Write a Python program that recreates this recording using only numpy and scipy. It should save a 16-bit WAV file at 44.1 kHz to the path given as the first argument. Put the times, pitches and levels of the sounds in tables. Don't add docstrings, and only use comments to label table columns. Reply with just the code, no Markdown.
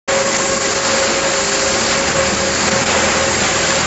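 import sys
import numpy as np
from scipy import signal
from scipy.io import wavfile
from scipy.ndimage import uniform_filter1d

SR = 44100
rng = np.random.default_rng(int(sys.argv[2]) if len(sys.argv) > 2 else 0)


def ratio(d):
    e = np.asarray(d, float) / 20
    return 10 ** e


def to_wav(sig):
    pcm = np.clip(np.atleast_2d(sig), -1, 1) * 32767
    pcm = np.round(pcm).astype(np.int16)
    wavfile.write(sys.argv[1], SR, pcm.T)


N = 170226

TOP_HZ = 7660
BIGGEST_STONE = 4


def table(rows, t):
    rows = np.array(rows, float)
    return [np.interp(t, rows[:, 0], col) for col in rows.T[1:]]


def spectrum_db(rows, hz):
    rows = np.array(rows)
    return np.interp(np.log(hz), np.log(rows[:, 0]), rows[:, 1])


def level(x, db):
    return x * ratio(db) / np.sqrt(np.mean(x ** 2))


def band(x, hz, width):
    return signal.lfilter(*signal.iirpeak(min(hz, SR / 2.2), hz / width, fs=SR), x)


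def noise_band(hz, width, db):
    return level(band(band(rng.standard_normal(N), hz, width), hz, width), db)


def walk(rate_hz):
    hold = int(SR / rate_hz)
    steps = np.repeat(rng.standard_normal(400)[:N // hold + 1], hold)
    return 1.3 * uniform_filter1d(uniform_filter1d(steps, hold), hold)[:N]


def tone(turns, db):
    return np.sqrt(2) * ratio(db) * np.sin(2 * np.pi * (turns + rng.random()))


def bump(t, at, width):
    return np.exp(-.5 * ((t - at) / width) ** 2)


def stone_hits(per_s, spread_db):
    size = np.minimum(rng.exponential(size=N), BIGGEST_STONE)
    return (rng.random(N) < per_s / SR) * ratio(spread_db * size)


def rising_notes(t, rows, shift_db, slower):
    rise_s, decay_s, glide = .003 * slower, .012 * slower, .02
    out = 0
    for (at, db, hz), start in zip(rows, rng.random(len(rows))):
        age = np.clip(t - at, 0, 1)
        shape = (1 - np.exp(-age / rise_s)) * np.exp(-age / decay_s)
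        turns = start + hz * age * (1 + glide * age / decay_s / 2)
        out = out + 2 * ratio(db + shift_db) * shape * np.sin(2 * np.pi * turns)
    return out


def roar(mouth_db, side_db):
    # pitch_hz, level_db [dB per Hz]
    fan_spectrum = [(15, -51), (25, -15), (391, -7.5), (474, -8.5), (534, -4.5), (662, -15.5), (1610, -10),
                    (3620, -27.5), (7600, -14), (9880, -45), (16700, -120)]
    # pitch_hz, width_hz, level_db
    panels = [(345.8, 19, -38), (515.2, 24, -34), (778, 90, -34.5), (1080, 100, -39), (2010, 140, -35.5),
              (4510, 1000, -31.5), (7290, 1800, -24.5)]
    roar_db, swell_db, flicker_db = -20, -0.76, 0.57

    def near(hz, centre_hz):
        return np.exp(-.5 * (np.log2(hz / centre_hz) / 0.87) ** 2)

    def facing(hz):
        return mouth_db * near(hz, 900) + side_db * near(hz, 4700) ** 7

    air, swell = 0, walk(4.74)
    for hz in 28 * 2 ** (np.arange(25) / 3):
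        db = spectrum_db(fan_spectrum, hz) + 10 * np.log10(hz)
        sway_db = swell_db * swell + flicker_db * walk(6.9) + facing(hz)
        air = air + noise_band(hz, hz / 3, db) * ratio(sway_db)
    ring = sum(noise_band(hz, width, db) * ratio(1.4 * walk(7.4) + facing(hz)) for hz, width, db in panels)
    return level(air, roar_db) + ring


def diesel(t):
    # start_s, main_hz (the strong exhaust tone, twice the firing rate), level_db
    revs = [
        (1.901, 72.4, -39.5),
        (2.128, 77.9, -33),
        (2.465, 77.3, -35),
        (2.725, 84.3, -33.5),
        (3.046, 83.9, -33.5),
        (3.36, 81.37, -34.5),
        (3.762, 81.4, -36),
        (3.772, 82, -38),
        (3.85, 79, -33),
    ]
    # multiple of the main tone's pitch, level_db [re main tone]
    orders = [(1.5, -4), (2, -4), (2.5, -1), (3, -12)]
    idle_db, scatter_db, scatter_hz = -49, 3.5, 16
    idle = (revs[0][0] - .3, revs[0][1], idle_db)
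    hz, db = table([idle] + list(revs), t)
    turns = np.cumsum(hz) / SR
    out = tone(turns, db)
    for k, rel_db in orders:
        out = out + tone(k * turns, db + rel_db + scatter_db * walk(scatter_hz))
    return out


def pump(t):
    # multiple of shaft speed, level_db
    orders = [(8, -39), (18, -38.5), (20, -58.5), (24, -44), (27, -45), (36, -42)]
    # pitch_hz, level_db
    motors = [(48.2, -51), (339, -45.5), (356.4, -38.5)]
    # start_s, order_16_db, order_9_db
    strong_tones = [(0.1, -26.5, -31.5), (0.4, -33.5, -32), (0.51, -29, -36.5), (0.76, -26, -36.5),
                    (0.85, -36, -31.5), (0.98, -30, -29), (1.04, -33, -45), (1.1, -35, -28),
                    (1.15, -36, -38), (1.43, -27, -45), (1.81, -30.5, -29), (2.61, -32, -43),
                    (2.72, -29.5, -27.5), (2.94, -30.5, -35.5), (3.82, -34, -39.5), (3.85, -36, -40)]
    shaft_hz, sway_db = 24.97, 4
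    lines = [(k * shaft_hz, db) for k, db in orders] + list(motors)
    strong = sum(tone(k * shaft_hz * t, db) for k, db in zip((16, 9), table(strong_tones, t)))
    return strong + sum(tone(hz * t, db + sway_db * walk(4.4)) for hz, db in lines)


def gears(t):
    # start_s, pitch_hz
    mesh = [(0.1, 545.5), (0.54, 544), (0.7, 542.5), (1.01, 544.5), (1.25, 546), (1.5, 541), (1.78, 544),
            (1.95, 546), (2.36, 543), (2.65, 542), (2.83, 545), (3.09, 541), (3.4, 543.5), (3.64, 546),
            (3.85, 543.5)]
    # multiple of whine pitch, level_db [re whine]
    orders = [(2, -11.5), (3, -14.5), (4, -34)]
    # centre_s, level_db, width_s
    heaves = [(.16, -20.5, 0.052), (.27, -20.5, 0.033), (.41, -23.5, 0.04), (.525, -21, 0.031),
              (.65, -28, .03), (.8, -27, 0.041), (.965, -21.5, 0.063), (1.05, -29.5, 0.031),
              (1.17, -24, 0.041), (1.25, -27.5, 0.021), (1.34, -26, 0.058), (1.56, -28.5, .04),
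              (1.66, -23.5, 0.035), (1.77, -27, 0.039), (1.895, -23, 0.01), (2.005, -22, 0.045),
              (2.2, -19.5, .035), (2.265, -18, 0.0082), (2.45, -23, 0.056), (2.62, -32, 0.021),
              (2.73, -23.5, 0.019), (2.78, -23, 0.019), (2.96, -25, 0.018), (3.05, -23, .025),
              (3.175, -24, 0.023), (3.23, -23, 0.0255), (3.285, -22, 0.014), (3.44, -32, 0.016),
              (3.55, -29, 0.031), (3.63, -33, .025), (3.69, -27.5, 0.011), (3.75, -23, 0.022)]
    teeth, sideband_depth, pitch_jitter, rest_db = 22, .35, .003, -33
    throb_db, throb_hz = 1.4, 24
    turns = np.cumsum(table(mesh, t)[0] * (1 + pitch_jitter * walk(25.0))) / SR
    load = ratio(rest_db) + sum(ratio(db) * bump(t, at, width) for at, db, width in heaves)
    shaft = 1 + sideband_depth * np.sin(2 * np.pi * turns / teeth)
    out = load * tone(turns, throb_db * walk(throb_hz))
    for k, rel_db in orders:
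        fade_db = 2.5 * t * (k == 2)
        out = out + load ** 0.59 * tone(k * turns, -7.0 + rel_db - fade_db + walk(16))
    return shaft * out


def gravel(mouth_db):
    # pitch_hz, width_hz, level_db
    drum = [(870, 500, -30.5), (1350, 600, -33), (2420, 1100, -26.5), (3130, 2200, -37), (5100, 1600, -33)]
    per_s, spread_db, tail_s = 2500, 2.5, .0025
    puff = signal.lfilter([1], [1, -np.exp(-1 / (tail_s * SR))], stone_hits(per_s, spread_db))
    rattle = sum(level(band(puff * rng.standard_normal(N), hz, width), db) for hz, width, db in drum)
    return ratio(mouth_db + 0.77 * walk(11)) * rattle


def shell(mouth_db):
    # pitch_hz, level_db [per tone]
    pings = [(650, -43), (1300, -41.5), (2200, -40.5), (3500, -47.5), (4800, -41.5), (5900, -47.5),
             (7500, -38)]
    modes, pings_per_s, spread_db, t60_s = 110, 40, 2.5, 0.12
    out = 0
    for hz in np.linspace(25, 87, modes) ** 2 * (1 + .01 * rng.standard_normal(modes)):
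        hits = stone_hits(pings_per_s, spread_db)
        width = np.log(1000) / (np.pi * t60_s) * max(hz / 3000, 1) ** 0.81
        out = out + level(band(band(hits, hz, width), hz, 4 * width), spectrum_db(pings, hz))
    return out * ratio(mouth_db / 2)


def sand():
    return noise_band(3050, 1700, -30.5)


def ticks(t):
    # start_s, peak_db
    grit = [(.3265, -14), (.344, -14), (.366, -10), (.387, -12), (.655, -12), (.705, -12), (.7545, -10),
            (.8695, -12), (2.1415, -13), (2.3472, -5), (2.3515, -8), (2.7115, -12), (2.8345, -9)]
    hiss_db, decay_s, low_hz = -11.5, .0025, 3900
    bright = signal.butter(2, [low_hz, TOP_HZ], "band", fs=SR, output="sos")
    hiss = level(signal.sosfilt(bright, rng.standard_normal(N)), hiss_db)
    return hiss * sum(2 * ratio(db) * (t > at) * np.exp(-np.clip(t - at, 0, 1) / decay_s) for at, db in grit)


def clanks(t):
    # peak_s, pitch_hz, level_db, decay_s
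    knocks = [(.328, 7300, -17, .004), (.348, 6800, -20, .006), (.365, 6500, -15, .006),
              (.35, 2000, -21, .016), (2.684, 756, -18, .008), (3.418, 200, -20, .012),
              (2.733, 216, -19, .011), (2.725, 1620, -24, .02), (2.823, 220, -19, .012),
              (2.905, 225, -23, .014), (2.95, 985, -22, .025)]
    out = 0
    for at, hz, db, decay in knocks:
        age = np.clip(t - at + decay / 2, 0, 1) / decay
        ring = level(band(rng.standard_normal(N), hz, hz / 3.5), db)
        out = out + ring * 5.4 * age * np.exp(-2 * age)
    return out


def thuds(t):
    # start_s, peak_db, pitch_hz
    drops = [(0.356, -19, 193), (0.52, -14, 187), (1.235, -15.5, 161), (1.813, -16, 221), (2.161, -16, 185),
             (2.318, -10, 195.6), (2.416, -21, 200), (2.603, -19, 200), (2.725, -13.5, 216),
             (2.865, -19, 186), (3.053, -14, 230), (3.25, -15, 214), (3.412, -13.5, 194), (3.774, -16, 256)]
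    return rising_notes(t, drops, shift_db=-10.5, slower=2.2)


def stones(t):
    # start_s, peak_db, pitch_hz
    blows = [(0.083, -10, 1590), (0.185, -6.5, 1100), (0.255, -11, 1920), (0.273, -11, 1090),
             (0.348, -9, 2030), (0.397, -5.5, 1052), (0.512, -12, 1080), (0.568, -7, 1095),
             (0.603, -13, 1115), (0.616, -13, 2210), (0.644, -9.5, 1920), (0.935, -16, 1640),
             (1.025, -9, 1436), (1.162, -13, 1213), (1.243, -12, 640), (1.264, -14, 1630),
             (1.303, -17, 725), (1.349, -12, 1590), (1.385, -10, 1033), (1.518, -7, 1630),
             (1.56, -12, 1570), (1.752, -11, 748), (1.892, -16, 1670), (2.093, -9, 1535),
             (2.163, -7.5, 1090), (2.224, -9, 1074), (2.364, -13, 1290), (2.397, -15, 1070),
             (2.425, -11, 1060), (2.558, -14, 1980), (2.632, -12, 893), (2.679, -10, 713),
             (2.716, -9, 1610), (2.864, -15, 1390), (2.887, -17, 2010), (2.942, -4.5, 667),
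             (3.008, -16, 790), (3.31, -7, 886), (3.341, -6, 2070), (3.465, -10, 2050), (3.56, -7, 1148),
             (3.633, -6, 1533), (3.701, -8, 1675), (3.757, -12, 762)]
    return rising_notes(t, blows, shift_db=-10.5, slower=0.78)


def scene():
    # start_s, drum_mouth_db, fan_side_db
    pointing = [(.1, 0.1, -4), (.3, -2.5, -0.5), (.55, -4.5, 2.2), (.75, -0.8, 4), (1.0, 0.9, 3.5),
                (1.3, -1.5, -0.3), (1.6, -1.2, 5.5), (1.9, -0.8, 4), (2.2, 0, -1.5), (2.45, -1.5, 0),
                (2.8, -0.3, 1), (2.92, 3, -7.5), (3.12, 2.5, -7), (3.3, 0, -2.5), (3.45, 1.5, -1.5),
                (3.55, -2, -3), (3.7, -0.5, 3), (3.85, -1.5, -5.5)]
    surge_s, surge_rise_s, surge_db = 3.4, 0.023, 1.5
    lumps_db, lumps_hz = .9, 30
    t = np.arange(N) / SR
    mouth_db, side_db = table(pointing, t)
    steady = roar(mouth_db, side_db) + diesel(t) + pump(t) + gears(t)
    surge = np.clip((t - surge_s) / surge_rise_s, 0, 1)
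    tumble_db = surge * surge_db + (.5 + surge / 2) * lumps_db * walk(lumps_hz)
    drum = (gravel(mouth_db) + shell(mouth_db)) * ratio(tumble_db)
    knocks = ticks(t) + clanks(t) + thuds(t) + stones(t)
    return (steady + drum + knocks + surge * sand())[None]


def top_cut(x):
    return signal.sosfilt(signal.butter(12, 9030, fs=SR, output="sos"), x)


def record(dry):
    # centre_s, depth_db, width_s
    ducks = [(0.246, 3.5, 0.0086), (0.376, 4.5, 0.0034), (0.557, 0.5, .005), (0.596, 4, 0.0084),
             (0.743, 4, 0.0077), (0.811, 3, 0.02), (1.019, 1.5, 0.011), (1.21, 1, 0.013),
             (1.506, 4, 0.0031), (2.021, 1.5, 0.029), (2.14, 2.5, 0.01), (2.356, 1.5, 0.0044),
             (2.696, 2, 0.0021), (2.703, 7.5, 0.0042), (2.844, 4, .0045), (2.854, 6.5, 0.0035),
             (2.361, 3.5, 0.0036), (3.74, 1.5, 0.0087)]
    # centre_s, width_s
    flutters = [
        (.36, 0.03),
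        (.56, 0.014),
        (.645, 0.022),
        (0.729, 0.034),
        (1.514, 0.0082),
        (2.1, 0.013),
        (2.35, 0.0057),
        (2.7, 0.015),
        (2.85, .03),
    ]
    low_cut_hz, clip_db, start_s, fade_s = 38, 3, 0.0756, 0.012
    flutter_db, flutter_hz = -20, 250
    t = np.arange(N) / SR
    mic = signal.sosfilt(signal.butter(2, low_cut_hz, "high", fs=SR, output="sos"), dry)
    mic = ratio(clip_db) * np.tanh(mic / ratio(clip_db))
    mic = mic * np.clip((t - start_s) / fade_s, 0, 1)
    narrow = signal.sosfilt(signal.ellip(18, .5, 120, TOP_HZ, fs=SR, output="sos"), mic)
    duck_db = sum(-db * bump(t, at, width) for at, db, width in ducks)
    slow = signal.butter(2, flutter_hz, fs=SR, output="sos")
    shake = level(signal.sosfilt(slow, rng.standard_normal(N)), flutter_db)
    flutter = 1 + shake * sum(bump(t, at, width) for at, width in flutters)
    return top_cut(narrow * ratio(duck_db) * flutter)


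dry = scene()
out = record(dry)
to_wav(out)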